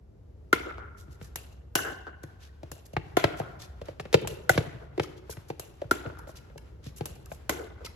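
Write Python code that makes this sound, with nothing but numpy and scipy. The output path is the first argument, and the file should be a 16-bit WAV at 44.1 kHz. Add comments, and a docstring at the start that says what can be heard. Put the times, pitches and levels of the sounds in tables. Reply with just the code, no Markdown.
"""A pickleball rally on a hard backyard court. A faint low rumble runs throughout, as shaped noise.
Paddles pop as damped resonances and shell noise; house walls and a fence answer each shot.
Then the near player's soles scuff in short hisses, clothes rustle and shoes thud, and between
shots the hollow plastic ball ticks on the ground.
A small two-port microphone hears it all and passes the bass a few milliseconds late."""
import sys
import numpy as np
from scipy import signal
from scipy.fft import rfft, irfft, next_fast_len
from scipy.io import wavfile
from scipy.ndimage import uniform_filter1d, map_coordinates

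SR = 44100
rng = np.random.default_rng(int(sys.argv[2]) if len(sys.argv) > 2 else 0)


def to_wav(s):
    """Save 16-bit WAV."""
    ch = np.atleast_2d(s).T  # columns
    pcm = np.round(np.clip(ch, -1, 1) * 32767)  # PCM
    wavfile.write(sys.argv[1], SR, pcm.astype(np.int16))


N = 350595
SIZE = 8192  # samples in a short sound
T = np.arange(SIZE) / SR
HZ = np.fft.rfftfreq(SIZE, 1 / SR)


def amp(db):
    """Decibels to gain."""
    return 10 ** (np.asarray(db) / 20)


def unit(x):
    """Scaled to rms 1."""
    return x / np.sqrt(np.mean(x ** 2) + 1e-20)


def along(points, hz):
    """(Hz, value) points joined on a log frequency axis."""
    f, v = np.transpose(points)
    return np.interp(np.log(hz + 1), np.log(f + 1), v)


def filtered(x, response):
    """x times a complex response of frequency."""
    size = x.shape[-1]
    padded = next_fast_len(size + SIZE, True)
    spectrum = rfft(x, padded) * response(np.fft.rfftfreq(padded, 1 / SR))
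    return irfft(spectrum, padded)[..., :size]


def add(track, start_s, sound):
    """Mix a sound into the track at its start time."""
    start = max(round(start_s * SR), 0)
    part = track[:, start:start + sound.shape[-1]]
    part += sound[..., :part.shape[-1]]


def wave(spectrum):
    """The short sound with this spectrum, faded out at its end."""
    return irfft(spectrum) * np.clip(4 * (1 - T / T[-1]), 0, 1) ** 2


def causal(db):
    """The minimum-phase response with these gains."""
    cepstrum = irfft(np.log(amp(db)))
    cepstrum[1:SIZE // 2] *= 2
    cepstrum[SIZE // 2 + 1:] = 0
    return np.exp(rfft(cepstrum))


def mode(hz, width_hz):
    """One damped resonance with peak gain 1."""
    return 1j * HZ * width_hz / (hz * hz - HZ * HZ + 1j * HZ * width_hz)


def ringing(hz, width_hz, skirt=6.8):
    """A resonance struck softly, so that its skirts stay out of the treble and the deep bass."""
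    return mode(hz, width_hz) * mode(hz, skirt * hz)


def struck(hz, width_hz):
    """A higher mode of paddle or ball, which swells over the millisecond of contact."""
    return ringing(hz, width_hz, skirt=0.21)


# Left-right likeness of diffuse sound. Each row: frequency in Hz, likeness 0-1.
PORT_LIKENESS = [(60, 1), (150, 0.82), (330, 0.68), (600, 0.054), (5000, 0.027), (7000, 0.53), (8600, 0.97)]


def diffuse(size):
    """White stereo noise, alike in both ports only where a diffuse field is."""
    likeness = along(PORT_LIKENESS, np.fft.rfftfreq(size, 1 / SR))
    turn = np.arccos(np.clip(likeness, -1, 1)) / 2
    noise = rfft(rng.standard_normal((2, size)))
    mid, side = irfft(noise * [np.cos(turn), np.sin(turn)], size)
    return np.array([mid + side, mid - side])


def shaped_noise(points):
    """Diffuse noise of rms 1 over the whole scene, with the given spectrum."""
    noise = diffuse(next_fast_len(N, True))[:, :N]
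    return unit(filtered(noise, lambda hz: amp(along(points, hz))))


def burst(t60_s, attack=1):
    """Spectrum of a dying puff of noise of energy 1."""
    return rfft(unit(diffuse(SIZE) * amp(-60 * T / t60_s) * attack)) / np.sqrt(SIZE)


def contact(rough, t60_s, clean_hz=300):
    """A push that is clean in the bass and a short rough burst higher up."""
    bass = 1 / (1 + 1j * HZ / clean_hz)
    return bass + (1 - bass) * (np.sqrt(1 - rough) + np.sqrt(rough) * burst(t60_s))


# Decay of the yard tail. Each row: frequency in Hz, T60 in s.
YARD_T60_S = [(100, 1.46), (400, 0.83), (900, 1.59), (1450, 1.47), (2300, 0.83), (4000, 0.67), (6000, 0.54),
              (13000, 0.41)]
# Colour of the yard tail. Each row: frequency in Hz, relative level in dB.
YARD_COLOUR_DB = [(60, 2.5), (200, -1.5), (450, 3.5), (1000, 0), (1500, -2), (3000, 3), (7000, 1.5),
                  (14000, 1.5)]


def yard(x, build_s=0.0012, early_db=6, early_s=0.075, house_s=0.17, house_db=3, flicker_db=1.2):
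    """Ground and fence scatter a sound into a lumpy tail; it swells again when the house answers."""
    hz, t, z = signal.stft(diffuse(SR), SR, nperseg=256)
    fade_db = along(YARD_COLOUR_DB, hz)[:, None] - 60 * t / along(YARD_T60_S, hz)[:, None]
    house_swell_db = house_db * np.exp(-((t - house_s) / 0.0093) ** 2)
    swell_db = early_db * np.exp(-t / early_s) + house_swell_db
    # random patches of the spectrum stand out or sink
    patches = uniform_filter1d(rng.standard_normal(z.shape[1:]), 8, 0)
    patches = uniform_filter1d(patches, 3, 1)
    lumps_db = 4.5 * np.tanh(unit(patches))
    # random short flickers make the tail uneven, like small slaps
    flickers_db = flicker_db * (np.minimum(rng.exponential(size=len(t)), 4) - 1)
    z = z * amp(fade_db + swell_db + lumps_db + flickers_db) * (1 - np.exp(-t / build_s))
    tail = unit(signal.istft(z, SR, nperseg=256)[1]) / np.sqrt(SR)
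    return signal.fftconvolve(x.mean(0)[None], tail, axes=1)


# Rumble spectrum. Each row: frequency in Hz, relative density in dB per Hz.
RUMBLE_SPECTRUM = [(20, -40.5), (32, -24.5), (45, -13.5), (66, 0), (95, -9), (145, -18), (250, -25),
                   (420, -23.5), (950, -40.5), (3000, -55), (12000, -61)]
# Rumble level over time. Each row: time in s, level in dB before the rumble gain.
RUMBLE_LEVEL_DB = [(0.0, -54.5), (0.66, -49.5), (2.68, -54.5), (3.21, -51), (4.65, -51.5), (4.78, -55),
                   (6.71, -49.5), (7.35, -51), (7.95, -51)]


def rumble(gain_db=3):
    """A distant low rumble: shaped noise whose level drifts."""
    t = np.arange(N) / SR
    level_db = gain_db + np.interp(t, *np.transpose(RUMBLE_LEVEL_DB))
    return amp(level_db) * shaped_noise(RUMBLE_SPECTRUM)


# Paddle shots, far and near player in turn. Each row: start in seconds, face in Hz, face in dB,
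# ball in Hz, ball in dB, (each higher paddle mode in dB), knock in dB, crack in dB, tick in dB,
# ring sent to yard and walls in dB, crack sent to yard in dB, echo knock in dB, extra echo delay in s.
PADDLE_SHOTS = [(0.5286, 313, 28, 1400, 36, (7, 19.5, 8.5, 27, 7.8), 10, 15.5, -1, -17, -7.5, -3.5, 0.0085),
                (1.7536, 334, 17, 1518, 18.5, (17.6, 11.4, 6.2, 1.7, 12), 15.5, 10.5, 8, 3, -4.5, 6, 0.002),
                (3.1690, 346, 29, 1387, 21, (30.5, 21.4, 8.1, 7.9, 9.3), 14, 12, -3.5, -5, -3, -2, 0.0035),
                (4.4937, 514, 27.5, 1478, 33.5, (34, 5.5, -2, 26.5, 3.5),
                -2.5, 12, 4, -26.5, -5, -21, 0.009), (5.9112, 320, 25.5, 1390, 32.5, (13, 14, -5.5, 3.5, 4),
                15, 8, 0, -18.5, -7, -12, .016), (7.494, 345, 13.5, 1460, 16.5, (6.5, 13.5, 0, 15.5, -9),
                15, 6, 2.5, -11, -6, -11, 0)]
# Drum modes of the face. Each row: multiple of its lowest, width in Hz, dB over the face level.
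FACE_MODES = [(1, 102.4, 0.5), (1.35, 116.4, 0)]
# Higher paddle modes. Each row: frequency in Hz, width in Hz, dB added in the yard.
FAR_PADDLE_MODES = [(700, 110, -11), (1024, 31, -11), (1960, 71, -1.5), (2100, 58, -0.5), (3305, 44, -5.5)]
NEAR_PADDLE_MODES = [(754, 59, -13.5), (1065, 52, -10.5), (1700, 70, -0.5), (2020, 110, -2.5),
                     (2820, 220, -4)]
# Ball shell colour, for shots and bounces. Each row: frequency in Hz, relative level in dB.
SHELL_COLOUR = [(40, -24.5), (135, 1.5), (215, -8.5), (400, -5), (660, -0.5), (950, -2), (1600, 2),
                (2450, -1.5), (3200, -1.5), (4800, -4), (7000, 1.5), (13000, 1), (16000, 3)]


def shots(ball_width_hz=90, scattered_width_hz=260, spread_hz=150, ring_lag_s=0.00054, face_in_yard_db=14.5):
    """Each shot drums the paddle face, rings its higher modes and the hollow ball, and cracks the shell."""
    out = np.zeros((2, N))
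    for k, shot in enumerate(PADDLE_SHOTS):
        s, face_hz, face_db, ball_hz, ball_db, modes_db, *shell_db, ring_wet_db, shell_wet_db, _, _ = shot
        knock_db, crack_db, tick_db = shell_db
        face = 0
        for j, (ratio, width_hz, db) in enumerate(FACE_MODES):
            # neighbouring drum modes have opposite sign
            face = face + (-1) ** j * amp(face_db + db) * ringing(face_hz * ratio, width_hz, skirt=2.5)
        # each player's paddle rings with its own modes
        modes = list(zip(NEAR_PADDLE_MODES if k % 2 else FAR_PADDLE_MODES, modes_db))
        paddle = sum(amp(db) * struck(hz, width_hz) for (hz, width_hz, _), db in modes)
        ball = amp(ball_db) * struck(ball_hz, ball_width_hz)
        strike_db = along([(600, knock_db), (2000, crack_db), (8000, tick_db)], HZ)
        shell = causal(along(SHELL_COLOUR, HZ) + strike_db)
        # the shell ticks first, then face and ball swing
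        add(out, s, wave(shell * contact(rough=0.99, t60_s=0.04)))
        add(out, s + ring_lag_s, wave(face + paddle - ball))
        # in the yard every ring spreads over a wider band
        wide_ring = amp(ball_db) * ringing(ball_hz, scattered_width_hz, skirt=0.088)
        for (hz, width_hz, wet_db), db in modes:
            wide_ring = wide_ring + amp(db + wet_db) * struck(hz, width_hz + spread_hz)
        # the yard returns the face's drumming at one fixed level, however loud the shot
        spread = amp(face_in_yard_db - face_db) * face + amp(shell_wet_db) * shell
        add(out, s, yard(wave(spread + amp(ring_wet_db) * wide_ring)[None]))
    return out


# Walls that answer a shot, by the end it is played from. Each row: delay in s, drum in dB,
# knock gain in dB, ring gain in dB, rise in s, T60 in s, roughness 0-1.
FAR_SHOT_WALLS = [(0.115, 12.5, -17, -16, 0.014, 0.1, 1), (0.173, -3, -6, -15, 0.0011, 0.027, 0.35),
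                  (0.245, -23.5, 2.5, -18, .002, 0.098, 0.37), (0.264, -5, -8, -13, 0.0031, 0.54, 0.89)]
NEAR_SHOT_WALLS = [(0.033, -7, -12.5, -3.5, .001, .03, 0.56), (0.08, 14.5, -11.5, -4, 0.031, 0.15, 1),
                   (0.313, 1.5, -5.5, -15, 0.00194, 0.12, .7)]


def echoes(drum_hz=440, drum_width_hz=200, knock_hz=600, knock_width_hz=520, ring_width_hz=220):
    """Walls return face drum, knock and ball ring, flat ones in a slap and rough ones smeared."""
    out = np.zeros((2, N))
    drum = ringing(drum_hz, drum_width_hz, skirt=0.87)
    for k, (s, _, _, ball_hz, ball_db, *_, ring_wet_db, _, echo_db, lag_s) in enumerate(PADDLE_SHOTS):
        knock = amp(echo_db) * ringing(knock_hz, knock_width_hz, skirt=4.7)
        ring = amp(ball_db + ring_wet_db) * ringing(ball_hz, ring_width_hz, skirt=0.51)
        walls = NEAR_SHOT_WALLS if k % 2 else FAR_SHOT_WALLS
        for delay_s, drum_db, knock_db, ring_db, rise_s, t60_s, rough in walls:
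            smear = burst(t60_s, attack=(1 - np.exp(-T / rise_s)) ** 2)
            wall = np.sqrt(1 - rough) + np.sqrt(rough) * smear
            answer = amp(drum_db) * drum + amp(knock_db) * knock - amp(ring_db) * ring
            add(out, s + lag_s + delay_s, wave(answer * wall))
    return out


SAND_HZ = 2600  # middle pitch of a crushed grain


def sand(count, spread=0.59, cycles=9):
    """Sand grains crushed under a sole: tiny pings of uneven size and pitch, one per row."""
    t = T[:SIZE // 16]
    hz = SAND_HZ * np.exp(spread * rng.standard_normal((count, 1)))
    size = rng.random((count, 1)) ** 2
    return size * np.sin(2 * np.pi * hz * t) * np.exp(-hz * t / cycles)


# Soles sliding on the court. Each row: start in seconds, level in dB, length in s, centre in Hz.
SOLE_SCUFFS = [(0.964, -54, .09, 7000), (1.098, -60, .082, 6300), (1.197, -54.5, 0.11, 6970),
               (1.522, -56.5, .014, 7000), (2.231, -46.5, 0.013, 8050), (2.387, -56, 0.13, 3330),
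               (2.851, -50, 0.025, 8730), (2.931, -50, 0.015, 6000), (3.363, -48.5, 0.062, 7100),
               (3.588, -45, 0.092, 4300), (3.854, -54, 0.012, 4230), (3.999, -49, 0.02, 4990),
               (4.131, -35.5, 0.013, 3910), (4.212, -49, 0.011, 10760), (4.339, -46.5, 0.0088, 12340),
               (5.012, -45.5, .06, 4130), (5.031, -39.5, 0.0098, 2730), (5.162, -56.5, 0.047, 3390),
               (5.293, -38.5, 0.058, 8520), (5.48, -51.5, .03, 8630), (6.185, -47, .016, 10100),
               (6.269, -51.5, 0.062, 8300), (6.35, -49.5, .054, 5170), (6.576, -43.5, 0.0094, 6230),
               (6.826, -52.5, 0.11, 3620), (6.96, -42.5, 0.046, 10800), (7.151, -48, 0.017, 10000),
               (7.256, -45, .011, 11160), (7.288, -52, 0.11, 9580), (7.845, -38.5, 0.031, 4200)]


def scuffs(stutter_db=3.0, octaves=1.3, sand_db=3, sand_loss_db_per_octave=5, wet_db=-9.0):
    """A sliding sole catches and slips over sandy paint in a short hiss, crushing single grains."""
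    out = np.zeros((2, N))
    for s, db, length_s, centre_hz in SOLE_SCUFFS:
        stroke = np.sin(np.pi * np.clip(T / length_s, 0, 1) ** 0.68) ** 2
        stutter = stutter_db * unit(uniform_filter1d(rng.standard_normal(SIZE), size=220))
        band = lambda hz: 1 / (1 + (np.log2((hz + 1) / centre_hz) / octaves) ** 2)
        hiss = filtered(diffuse(SIZE), band)
        add(out, s, amp(db) * stroke * unit(hiss * amp(stutter)))
        # the higher the scuff, the less grit
        grit_db = db + sand_db - sand_loss_db_per_octave * np.log2(centre_hz / SAND_HZ)
        for ping in sand(count=12):
            add(out, s + length_s * rng.beta(2, 2), amp(grit_db) * ping)
    return out + amp(wet_db) * yard(out)[:, :N]


# Clothes and shoes. Each row: frequency in Hz, relative density in dB per Hz.
RUSTLE_SPECTRUM = [(100, -11.5), (400, 13.5), (1500, 9.5), (3000, 3), (7000, -5.5), (13000, -9),
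                   (16000, -9)]


def rustle(level_db=-63, db_per_force_db=0.2, rise_s=0.077, fall_s=0.27, lag_s=0.027,
           flutter_db=3, flutter_per_s=18):
    """The player's clothes: fluttering noise that swells around each row of FOOTFALLS, more with force."""
    t = np.arange(N) / SR
    slow_t = np.linspace(0, t[-1], SIZE)
    swells = []
    for s, force_db, *_ in FOOTFALLS:
        age = slow_t - s - lag_s
        swell = np.exp(-(age / np.where(age < 0, rise_s, fall_s)) ** 2)
        swells.append(amp(db_per_force_db * force_db) * swell)
    motion = np.interp(t, slow_t, np.max(swells, axis=0))
    flutter = map_coordinates(rng.standard_normal(SIZE), [t * flutter_per_s])
    return amp(level_db + flutter_db * flutter) * motion * shaped_noise(RUSTLE_SPECTRUM)


# Footfalls, and a few soft knocks returned by the walls near 6.1-6.2 s.
# Each row: start in seconds, force in dB, weight in dB (high on the heel, low on the toe),
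# knock in Hz, knock in dB, slap in dB, grit in dB.
FOOTFALLS = [(1.081, -12, 23, 300, -3, -4.5, -1.5), (1.2139, 1.5, 9.5, 360, -7.5, -1.5, 0),
             (2.2367, 3, 13.5, 350, -9, -1.5, -6), (2.632, -0.5, 14, 660, 11, -8, 10),
             (2.934, -2, 14, 608, 13, -19.5, -2.5), (2.9665, 15, 10, 630, -9, 14, -3),
             (3.241, 21.5, 9.5, 550, 2.5, 14, 5), (3.4, 13.5, 8.5, 710, 4.5, 0, -9.5),
             (3.8155, 7.5, 2.5, 610, 3.5, -7.5, 1), (3.8848, 8.5, -0.5, 553, 3.5, -3.5, -5),
             (3.998, 11.5, 1, 720, 1.5, 5, 2.5), (4.054, 3.5, 2.5, 487, 3, 2.5, 0.5),
             (4.129, 15, -16.5, 490, -25.5, -2, 12), (4.1429, 28, 3, 485, -4, 8.5, 1.5),
             (4.222, 3.5, 10, 330, 2, -1, -9), (4.247, 2.5, 17.5, 830, 11, 1, -7),
             (4.499, 17.5, 8, 300, -3, -19.5, -7.5), (4.551, 3.5, 17, 360, 1, -4, -7.5),
             (4.5773, 21.5, 9.5, 490, -16, 8.5, 3), (4.9785, 9.5, -1, 398, 10.5, -1, 0),
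             (4.9975, 17.5, 7.5, 625, -9.5, 9.5, 0.5), (5.295, 7, -3, 866, 1.5, -6.5, -20),
             (5.37, -2.5, 20, 526, -10.5, 2, 6.5), (5.5016, 12.5, 5, 810, 5, -4, 0.5),
             (5.8175, 15, -34, 580, 3, -10, -10.5), (5.842, -7.5, 21, 550, 11.5, -1.5, -10.5),
             (6.061, 1, 21, 570, 5.5, 9.5, -8), (6.098, -4.5, 8, 600, 12.5, -1, -7),
             (6.19, -7, 2, 980, 21.5, -3, -10), (6.272, -4.5, -7, 580, 12.5, -2, 4.5),
             (6.292, -5.5, 10, 620, 11, 6, -22), (6.5, -14.5, 15, 560, 8, 2.5, 6.5),
             (6.558, -7.5, 13.5, 570, 22, -13.5, -3.5), (6.864, -4, 23, 362, 5, -1.5, -3),
             (7.0089, 10.5, 13.5, 720, 1, -2, 1), (7.317, 3, 6, 700, 13, 5.5, -4),
             (7.847, 2, 3, 419, -5, -7, 8.5)]
# Knock and grit grow faster than the force, slap slower; rows are knock, slap and grit.
# Each row: frequency in Hz, dB at force 0, dB per dB of force.
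LANDING_BANDS = [(450, -3, 1.2314), (1580, -15.5, 0.74), (6430, -32, 1.352)]
# Sole colour. Each row: frequency in Hz, relative level in dB.
SOLE_COLOUR = [(30, -36), (70, -9.5), (135, -1), (215, -9), (320, -1.5), (500, -1), (850, -1), (1100, -7),
               (1500, -2.5), (1880, -1.5), (2250, -1), (2900, -1.5), (4200, -0.5), (6500, -6), (9000, -8),
               (15000, -15.5)]
# Sole resonances. Each row: frequency in Hz before the random shift, width in Hz, level in dB.
SOLE_RESONANCES = [(1134, 30, -4), (1564, 140, -3.5), (2230, 200, -0.5), (2864, 200, -6.5)]
# Share of a footfall that reaches the yard. Each row: frequency in Hz, gain in dB.
STEP_WET_DB = [(130, -10), (300, -8), (600, -17), (1400, -14.5), (2600, -11.5), (6000, -15.5)]


def steps(roll_s=0.0025, roll=0.65, knock_width_hz=125):
    """A rubber sole lands with a thud, a hollow knock, a slap and a little grit, then rolls flat."""
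    out = np.zeros((2, N))
    for s, force_db, weight_db, knock_hz, knock_db, slap_db, grit_db in FOOTFALLS:
        chance, *shifts = rng.standard_normal(1 + len(SOLE_RESONANCES))
        bands = [(130, force_db + weight_db)]
        for (hz, db, db_per_db), own_db in zip(LANDING_BANDS, (0, slap_db, grit_db)):
            bands.append((hz, db + db_per_db * force_db + own_db))
        landing = causal(along(bands, HZ) + along(SOLE_COLOUR, HZ))
        knock = 1 + amp(knock_db) * mode(knock_hz, knock_width_hz)
        # sole resonances, each shifted a little at random for every step
        sole = 1
        for (hz, width_hz, db), shift in zip(SOLE_RESONANCES, shifts):
            sole = sole + amp(db) * mode(hz * np.exp(0.1 * shift), width_hz)
        # the second touch combs the spectrum, differently for every step
        touch_s = roll_s * np.exp(0.35 * chance)
        flat = roll * mode(850, 3500) * np.exp(-2j * np.pi * HZ * touch_s)
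        add(out, s, wave(knock * sole * landing * (contact(rough=0.62, t60_s=0.044) + flat)))
    scattered = filtered(out, lambda hz: amp(along(STEP_WET_DB, hz)))
    return out + yard(scattered)[:, :N]


# Ball on the court. Each row: start in seconds, knock in dB, crack in dB, tick in dB.
BALL_BOUNCES = [(1.3578, 2, -6.5, -3), (2.7162, 5, -15, -10), (4.274, 6.5, -2.5, -3),
                (5.5963, 5, -13, -6.5), (7.0565, 7.5, -11, -5)]
# Modes of the bouncing ball. Each row: frequency in Hz, width in Hz, level in dB.
BOUNCE_MODES = [(1480, 150, -7), (2750, 240, 6), (4060, 370, -6.5)]


def bounces(wet_db=-7):
    """The stiff plastic shell clicks on the hard court; its ring lingers in the yard."""
    out = np.zeros((2, N))
    # the shell's modes stand out in the tail
    ring = 1 + sum(amp(db) * mode(hz, width_hz) for hz, width_hz, db in BOUNCE_MODES)
    for s, knock_db, crack_db, tick_db in BALL_BOUNCES:
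        strike_db = along([(500, knock_db), (1800, crack_db), (8000, tick_db)], HZ)
        shell = causal(along(SHELL_COLOUR, HZ) + strike_db)
        add(out, s, wave(shell * contact(rough=1.0, t60_s=0.028)))
        add(out, s, amp(wet_db) * yard(wave(shell * ring)[None]))
    return out


def scene():
    """Ball, shoes and yard together."""
    return rumble() + shots() + echoes() + scuffs() + rustle() + steps() + bounces()


# Phase between the ports. Each row: frequency in Hz, radians by which left leads.
PORT_PHASE_RAD = [(0, 0), (150, .4), (350, 1), (600, 1.6), (850, 1.5), (1300, -.9), (2200, -1.4),
                  (6000, -1), (7500, -1.5), (8500, -3), (9600, -3.25), (12000, -6.28), (15000, -9.4)]
# Level between the ports. Each row: frequency in Hz, left minus right in dB.
LEFT_MINUS_RIGHT_DB = [(60, 0), (300, 2), (3000, 1.1), (7000, 0.5)]
# Bass delay before its fade towards the treble. 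Each row: frequency in Hz, delay in s.
BASS_DELAY_S = [(60, .014), (140, 0.0085), (220, 0.0046), (400, 0.0021), (700, 0.0016)]
# Microphone colour. Each row: frequency in Hz, gain in dB.
MIC_COLOUR_DB = [(6000, -0.5), (7500, -2), (9000, -1.5), (11000, -1.5), (14500, -11), (16000, -10)]


def record(dry, top_hz=16200, delay_fade_hz=920):
    """The ports differ in phase and level, the bass comes late, and nothing passes the band limit."""
    def microphone(hz):
        half_lead = 0.5 * np.interp(hz, *np.transpose(PORT_PHASE_RAD))
        left = np.exp(1j * half_lead) * amp(along(LEFT_MINUS_RIGHT_DB, hz) / 2)
        delay_s = along(BASS_DELAY_S, hz) * np.exp(-(hz / delay_fade_hz) ** 2)
        late_rad = 2 * np.pi * np.cumsum(delay_s) * hz[1]  # phase is the integral of delay
        colour = amp(along(MIC_COLOUR_DB, hz)) * (hz < top_hz)
        return np.array([left, 1 / left]) * np.exp(-1j * late_rad) * colour
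    return filtered(dry, microphone)


dry = scene()
out = record(dry)
to_wav(out)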